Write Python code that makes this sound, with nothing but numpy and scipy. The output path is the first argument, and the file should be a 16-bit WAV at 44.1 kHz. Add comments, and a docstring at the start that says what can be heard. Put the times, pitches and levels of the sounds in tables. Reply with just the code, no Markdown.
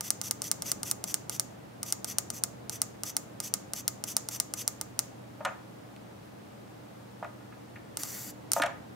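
"""Sharp snaps come first: a finger works small dome buttons on a table top, each press and release ringing the
same modes. Soon after most presses a hobby servo jerks one step, as rubbing noise through its case; later it
makes one long sweep, where tooth contacts sing too. Further off in a small room something knocks on wood, struck
modes with noise, and a hand thuds low on the table. Under it all lie mains hum, a low ventilation rush and the
hiss of a stereo camera microphone, made of sines and shaped noise."""
import sys
import numpy as np
from scipy import signal
from scipy.fft import rfft, irfft, next_fast_len
from scipy.io import wavfile
from scipy.ndimage import uniform_filter1d, map_coordinates

SR = 44100
rng = np.random.default_rng(int(sys.argv[2]) if len(sys.argv) > 2 else 0)


def transcribe(signal):
    """Save signal, clipped to [-1, 1], as a 16-bit WAV file at the path in sys.argv[1]."""
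    frames = np.atleast_2d(signal).T
    limited = np.clip(frames, -1, 1)
    pcm = np.round(limited * 32767).astype(np.int16)
    wavfile.write(sys.argv[1], SR, pcm)


def volts_from_db(level):
    """Convert decibel levels to linear amplitude ratios."""
    exponent = np.asarray(level, float) / 20
    return 10 ** exponent


N = 394694  # samples


def unit(x):
    """Scaled to rms 1."""
    return x / np.sqrt(np.mean(x ** 2) + 1e-20)


def along(points, hz):
    """Reads (Hz, value) points on a log frequency axis."""
    f, v = np.transpose(points)
    return np.interp(np.log(hz + 1), np.log(f + 1), v)


def curve(rows):
    """One value per sample from (seconds, value) rows."""
    return np.interp(np.arange(N) / SR, *np.transpose(rows))


def wobble(rate):
    """A smooth random curve with rate knots a second."""
    knots = rng.standard_normal(int(N * rate / SR) + 4)
    return map_coordinates(knots, [np.arange(N) * rate / SR])


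def filtered(x, response):
    """Multiplies the spectrum of x by a complex response of frequency."""
    m = next_fast_len(x.shape[-1] + 8192)
    spectrum = rfft(x, m) * response(np.fft.rfftfreq(m, 1 / SR))
    return irfft(spectrum, m)[..., :x.shape[-1]]


def add(track, sound, s):
    """Mixes a sound into the track at s seconds."""
    part = track[..., round(s * SR):][..., :sound.shape[-1]]
    part += sound[..., :part.shape[-1]]


# Ventilation rush and hiss at the microphone. Each row: frequency in Hz, relative density in dB per Hz.
AIR_SPECTRUM = [(15, -56), (25, -23), (92, -10), (123, -10.5), (145, -8), (206, -7.5), (270, -9),
                (301, -6.5), (363, -12.5), (575, -11.5), (624, -12.5), (840, -15), (962, -18.5),
                (1190, -20.5), (16000, -49.5)]
# How the low rush swells. Each row: time in seconds, gain in dB.
RUSH_GAIN = [(0, -48.5), (.74, -44.5), (1.72, -48.5), (2.14, -46.5), (7.3, -49), (8.95, -46)]
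# How alike the two microphones hear the air. Each row: frequency in Hz, left-right correlation (-1 to 1).
LIKENESS = [(60, 0.83), (130, 0.92), (290, -0.019), (640, -0.36), (1410, -0.03), (3100, 0.04), (6820, 0.22),
            (15000, -0.097)]
# Mains lines. Each row: frequency in Hz, mean level in dB rms midway between the two sides.
MAINS_LINES = [(100, -63), (120, -55), (200, -61), (300, -66)]
# Presence lift of the microphone on the hiss. Each row: frequency in Hz, gain in dB.
HISS_LIFT = [(2500, 0.5), (6000, 3), (10000, 5.5), (15000, 9)]


def air():
    """Room rush and microphone hiss, alike on both sides only in the bass, with wavering mains lines."""
    # splitting noise into mid and side by this angle gives the wanted correlation
    angle = lambda hz: np.arccos(np.clip(along(LIKENESS, hz), -1, 1)) / 2
    split = lambda hz: volts_from_db(along(AIR_SPECTRUM, hz)) * [np.cos(angle(hz)), np.sin(angle(hz))]
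    mid, side = filtered(rng.standard_normal((2, N)), split)
    rush = unit(np.array([mid + side, mid - side]))
    low = filtered(rush, lambda hz: 1 / (1 + (hz / 900) ** 2))  # only the rush swells, the hiss stays
    hiss = volts_from_db(-49.0) * filtered(rush - low, lambda hz: volts_from_db(along(HISS_LIFT, hz)))
    t = np.arange(N) / SR
    hum = 0
    for hz, db in MAINS_LINES:
        strength = np.sqrt(2) * volts_from_db(db + 1.5 * wobble(6))
        hum = hum + strength * np.sin(2 * np.pi * hz * t + .4 * wobble(4))
    hum = hum * volts_from_db([[-.5], [.5]])  # a little stronger on the right
    return volts_from_db(curve(RUSH_GAIN)) * low + hiss + hum


# Decay of the small room. Each row: frequency in Hz, t60 in seconds.
ROOM_DECAY = [(300, 0.19), (1500, 0.45), (4000, 0.4), (7000, 0.32), (13000, 0.28)]
# Tone of the room's answer. Each row: frequency in Hz, relative gain in dB.
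ROOM_TONE = [(500, 6.5), (1500, -1), (3800, -4), (5500, -2.5), (7000, 4.5), (8300, -6), (10000, -10.5),
             (15000, -4.5)]


def room(x):
    """Each frequency of the room's answer dies at its own speed; the two sides differ."""
    hz, t, z = signal.stft(rng.standard_normal((2, SR // 2)), SR, nperseg=256)
    decay_db = along(ROOM_TONE, hz)[:, None] - 60 * t / along(ROOM_DECAY, hz)[:, None]
    tail = signal.istft(z * volts_from_db(decay_db), SR, nperseg=256)[1]
    tail = tail * np.clip(np.arange(tail.shape[1]) / (.009 * SR), 0, 1)  # the walls answer late
    return signal.fftconvolve(np.atleast_2d(x), tail / np.linalg.norm(tail[0]), axes=1)


# Dome collapses under the finger. Each row: start in seconds, gain in dB.
PRESS_SNAPS = [(0.0085, -12.5), (0.2145, -12.5), (0.4192, -13.0), (0.6219, -13), (0.8319, -12),
               (1.0406, -12.5), (1.2961, -13), (1.8308, -13.5), (2.0452, -12.5), (2.3028, -13),
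               (2.6957, -13.5), (3.0347, -12.5), (3.4023, -12.5), (3.7351, -12.5), (4.0395, -13.0),
               (4.2875, -13.5), (4.5383, -13), (4.8126, -13), (7.9713, -12.5), (8.0343, -13.5)]
# Domes springing back. Each row: start in seconds, gain in dB.
RELEASE_SNAPS = [(0.1047, -6), (0.3104, -6), (0.5146, -5.1), (0.7168, -5.5), (0.9131, -6), (1.1424, -6),
                 (1.3967, -5.5), (1.9243, -6), (2.1844, -5), (2.4373, -5.5), (2.8176, -5.5), (3.167, -6),
                 (3.5392, -5.5), (3.8794, -5), (4.167, -5), (4.4005, -5.5), (4.6778, -5.5), (4.9916, -5.5),
                 (8.518, -5.5), (8.5341, -6.5)]
# Modes of button and board. Each row: frequency in Hz, left and right relative level in dB, t60 in seconds.
BUTTON_MODES = [(676, -27.5, -30, 0.052), (880, -24, -24, 0.029), (1225, -33, -36, 0.16),
                (1392, -20.5, -20, 0.015), (2114, -27.5, -28, 0.066), (2803, -10.5, -13, 0.0066),
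                (5370, -51.5, -40, 0.0053), (5400, -27.5, -33, 0.0072), (6106, -19, -9, 0.0055),
                (6520, -35, -22.5, 0.018), (7255, -3, -16, 0.018), (8337, -2.5, -9.5, 0.0027),
                (9180, -1.5, 3.5, 0.0012), (11010, -6.5, -4, 0.0016), (12140, -9, -37, 0.016),
                (14100, -30, -19, 0.0037), (15800, -21, -32, 0.0056)]
# Loose parts of the board. Each row: frequency in Hz, relative gain in dB.
BOARD_RATTLE = [(300, -14), (1200, -1.5), (3000, -9.5), (6500, 3), (12000, -3), (16000, -4.5)]
PRESS_TILT_DB, RELEASE_TILT_DB = 0.73, 3  # treble lift per octave


def buttons():
    """Every snap rings the same modes in step, a press with the opposite sign; the table top repeats it at once."""
    out, t = np.zeros((2, N)), np.arange(SR // 16) / SR
    hz, left_db, right_db, t60 = np.transpose(BUTTON_MODES)[..., None]
    echo = lambda f: 1 + .8 * np.exp(-2j * np.pi * f * .000205)  # off the table top
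    less_bass = lambda f: 1j * f / (1j * f + 1500)
    for table, sign, tilt_db in (PRESS_SNAPS, -1, PRESS_TILT_DB), (RELEASE_SNAPS, 1, RELEASE_TILT_DB):
        for s, db in table:
            scatter_db = rng.standard_normal(hz.shape) + tilt_db * np.log2(hz / 7000)
            onset = 1 - np.exp(-t / .00008)
            modes = volts_from_db(scatter_db - 60 * t / t60) * np.sin(2 * np.pi * hz * t) * onset
            ring = np.array([(volts_from_db(left_db) * modes).sum(0), (volts_from_db(right_db) * modes).sum(0)])
            ring = filtered(ring, lambda f: echo(f) * less_bass(f))
            noise = rng.standard_normal((2, len(t)))  # differs each time
            rattle = filtered(noise, lambda f: volts_from_db(along(BOARD_RATTLE, f)))
            snap = sign * volts_from_db(db) * (ring + volts_from_db(-18.5 - 60 * t / 0.042) * rattle)
            add(out, snap, s)
            crack = snap.mean(0) * volts_from_db(-60 * t / 0.00078)  # the walls hear mostly the first crack
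            add(out, volts_from_db(-7) * room(crack), s)
    return out


SPIN_UP_S, START_DB, STOP_DB_PER_S = 0.011, -11, 1113  # the rasp starts below its level, swells, holds, stops


def run_db(s, length, db):
    """Level in dB of one run (swell, hold, quick stop), and the seconds since its start."""
    u = np.arange(N) / SR - s
    spin_up_db = START_DB * np.clip(1 - u / SPIN_UP_S, 0, 1)
    outside_s = np.clip(u - length, 0, 1) + np.clip(-u, 0, 1)
    return np.maximum(db + spin_up_db - STOP_DB_PER_S * outside_s, -120), u


def patchy(x, depth_db):
    """The colour drifts at random from moment to moment."""
    z = signal.stft(x, nperseg=256)[2]
    field = uniform_filter1d(rng.standard_normal(z.shape[1:]), size=5, axis=0)
    field = uniform_filter1d(field, size=8, axis=1)
    return signal.istft(z * volts_from_db(depth_db * unit(field)), nperseg=256)[1][:, :N]


# Resonances of the servo case. 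Each row: frequency in Hz, width in Hz, relative level in dB during a step,
# relative level in dB at full speed.
CASE_MODES = [(1170, 470, -18, -15.5), (1970, 155, -12, -9.5), (2635, 640, -14, -19), (3550, 400, -12, -16),
              (4600, 650, -12, -12), (5980, 235, 1.5, -5), (6600, 450, -6, -8.5), (7490, 790, -7.5, -7.5),
              (8640, 480, -11, -12.5), (9700, 460, -10.5, -13), (10850, 830, -11.5, -11.5),
              (11920, 400, -4.5, -3.5), (12670, 1300, -14, -16), (15100, 1500, -17.5, -13)]
# Servo at the left microphone over the right. Each row: frequency in Hz, difference in dB.
LEFT_OVER_RIGHT = [(300, 4), (1500, 0), (5000, -1), (9000, -1.5), (13000, 4.5)]


def gears(teeth, speed, rough_db):
    """Tooth contacts within lumpy rubbing noise, through the case resonances (speed: 0 in a step, 1 full)."""
    rub = volts_from_db(rough_db * wobble(500)) * rng.standard_normal((2, N))
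    drive = teeth + unit(rub[0])
    pair = np.array([drive + 0.47 * unit(rub[1]), drive - 0.067 * unit(rub[1])])

    def case(f):
        """Sum of band resonances with alternating sign."""
        total = 0
        for k, (c, w, *db) in enumerate(CASE_MODES):
            total = total + (-1) ** k * volts_from_db(db[speed]) * 1j * f * w / (c * c - f * f + 1j * f * w)
        return total

    sides = lambda f: volts_from_db(np.outer([.5, -.5], along(LEFT_OVER_RIGHT, f)))
    return unit(filtered(patchy(pair, depth_db=1.2), lambda f: case(f) * sides(f)))


# Servo jerks, one soon after a press; the last row is a short bright rasp of noise after the final snaps.
# Each row: start in seconds, level in dB.
SHORT_RASPS = [(.030, -39.5), (0.229, -39.5), (.428, -39.5), (.648, -39), (0.849, -39.5), (1.066, -41.5),
               (1.311, -42), (1.854, -42), (2.069, -39.5), (2.332, -44), (2.712, -42.5), (3.05, -39.5),
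               (3.427, -39.5), (3.751, -40.5), (4.068, -38.5), (4.309, -37.5), (4.568, -38), (8.541, -42)]
# The long sweep, one row: start in seconds, length in seconds, level in dB.
SERVO_SWEEP = (7.986, .32, -41.5)
# Tone of the tooth harmonics. Each row: frequency in Hz, relative gain in dB.
TOOTH_TONE = [(700, -20), (2200, -4), (4000, -16), (6000, -9), (10000, -10), (12500, -14), (15000, 1)]
RASP_S = 0.054  # a step lasts about three control frames
SAG_DB = 3  # the sweep fades a little as it nears its goal
TOOTH_START_HZ, TOOTH_TOP_HZ, SPEED_UP_S = 545, 740, .048  # tooth contacts close in on full speed


def servo():
    """Short steps never reach speed and only rasp; the sweep spins up until the tooth rate sings."""
    effort = sum(volts_from_db(run_db(s, RASP_S, db)[0]) for s, db in SHORT_RASPS)
    rasps = effort * volts_from_db(0.5 * wobble(100)) * gears(0, 0, rough_db=1.6)
    sweep_db, u = run_db(*SERVO_SWEEP)
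    speed_gap = np.exp(-np.clip(u, 0, 1) / SPEED_UP_S)
    tooth_hz = TOOTH_TOP_HZ - (TOOTH_TOP_HZ - TOOTH_START_HZ) * speed_gap
    turns = np.cumsum(tooth_hz * (1 + .0003 * wobble(40))) / SR  # counted in tooth contacts
    teeth = unit(sum(volts_from_db(4 * wobble(12)) * np.cos(2 * np.pi * k * turns) for k in range(1, 22)))
    teeth = .9 * filtered(teeth, lambda f: volts_from_db(along(TOOTH_TONE, f)))
    sag_db = SAG_DB * np.clip(u / SERVO_SWEEP[1], 0, 1) ** 4
    sweep = volts_from_db(sweep_db - sag_db + 1.3 * wobble(88)) * gears(teeth, 1, rough_db=-1.0)
    direct = rasps + sweep
    return direct + volts_from_db(-16) * room(direct.mean(0))[:, :N]


# Knocks on wood, further off. Each row: start in seconds, gain in dB, snap level in dB, t60 in seconds,
# where it rings most in Hz.
BLOWS = [(5.406, -28.5, -31, 0.13, 790), (5.449, -18, -6.5, 0.19, 1095), (5.963, -50.5, 20, 0.028, 2500),
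         (7.226, -26, -31, 0.13, 830), (7.245, -30, -7, 0.049, 1230), (7.406, -44, -26, 0.054, 1070),
         (7.523, -44.5, -34, 0.069, 1470), (7.757, -39.5, -10, 0.11, 1800), (8.563, -16, -22, 0.12, 790),
         (8.598, -13, -16, 0.054, 800), (8.619, -18.5, 0, 0.16, 1430), (8.635, -16.5, -7, 0.1, 850),
         (8.660, -25.5, -5.5, 0.19, 1040)]
# Modes of the wood. Each row: frequency in Hz, mean relative level in dB, longest t60 in seconds.
WOOD_MODES = [(610, -2, 0.1), (679.5, -7.5, 0.23), (806, -8, 0.023), (906, -9.5, 0.08), (999, -18, 0.33),
              (1236, -6, 0.064), (1427, -6, 0.069), (1660, -12, 0.093), (1800, -11, 0.14),
              (1960, -16, 0.073), (2500, -13, 0.055), (3090, -28, 0.038), (4600, -22, .03)]
# Dull rattle under each knock. Each row: frequency in Hz, relative density in dB per Hz.
RATTLE_TONE = [(350, -43), (560, 13.5), (1000, -8.5), (1700, -4.5), (2400, -2), (3200, -11), (4200, -16),
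               (6000, -45)]
# Short snap of each knock. Each row: frequency in Hz, relative density in dB per Hz.
SNAP_TONE = [(1500, -27), (2500, 3), (5000, -9.5), (9000, -12), (15000, -26.5)]


def knocks():
    """Each blow rings the wood at new strengths under a dull dying rattle and a shorter snap."""
    out, t = np.zeros((2, N)), np.arange(SR // 3) / SR
    hz, level_db, life = np.transpose(WOOD_MODES)[..., None]
    swell = 1 - np.exp(-t / .0012)  # soft contact
    for s, db, treble_db, t60, centre_hz in BLOWS:
        # each spot favours its own pitch
        spot = lambda f: 1 / (1 + (1.8 * np.log2((f + 1) / centre_hz)) ** 2)
        draw = rng.standard_normal((2, len(WOOD_MODES), 1))
        mode_db = level_db + 1.35 * draw[0] - 60 * t / np.minimum(life, 0.98 * t60)
        modes = spot(hz) * volts_from_db(mode_db) * np.sin(2 * np.pi * hz * t + 3 * draw[1])
        ring = modes.sum(0)
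        noise = rng.standard_normal((2, len(t)))
        body = unit(filtered(noise[0], lambda f: spot(f) * volts_from_db(along(RATTLE_TONE, f))))
        body = body * volts_from_db(-1.5 - 60 * t / t60)
        snap = unit(filtered(noise[1], lambda f: volts_from_db(along(SNAP_TONE, f))))
        snap = snap * volts_from_db(treble_db - 60 * t / (0.16 * t60))
        blow = volts_from_db(db) * (1.2 * ring + .6 * body + snap) * swell
        # small wooden parts radiate no bass
        blow = filtered(blow, lambda f: (1j * f / (1j * f + 450)) ** 3)
        add(out, np.array([blow, blow]), s)
        add(out, volts_from_db(-11.5) * room(blow), s)
    return out


def thud():
    """A hand lands on the table as it pulls away: one low dull push, a dying 290 Hz sine."""
    out, t = np.zeros(N), np.arange(SR // 4) / SR
    onset = 1 - np.exp(-t / 0.0013)
    push = volts_from_db(-31.0 - 60 * t / 0.1) * np.sin(2 * np.pi * 290 * t) * onset
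    add(out, push, 8.6)
    return out


def scene():
    """All sources at the microphone pair."""
    return air() + buttons() + servo() + knocks() + thud()


def low_pass(x):
    """Removes everything above the highest recorded frequency."""
    return signal.sosfilt(signal.butter(12, 17040, fs=SR, output="sos"), x)


TOP_HZ = 15800  # upper band limit of the camera


def record(dry):
    """The microphone drops the deep bass and the camera keeps nothing above its band limit."""
    low_cut = lambda hz: (1j * hz / (1j * hz + 60)) ** 2
    mic = filtered(dry, lambda hz: low_cut(hz) / (1 + (hz / TOP_HZ) ** 200))
    return low_pass(mic)


dry = scene()
out = record(dry)
transcribe(out)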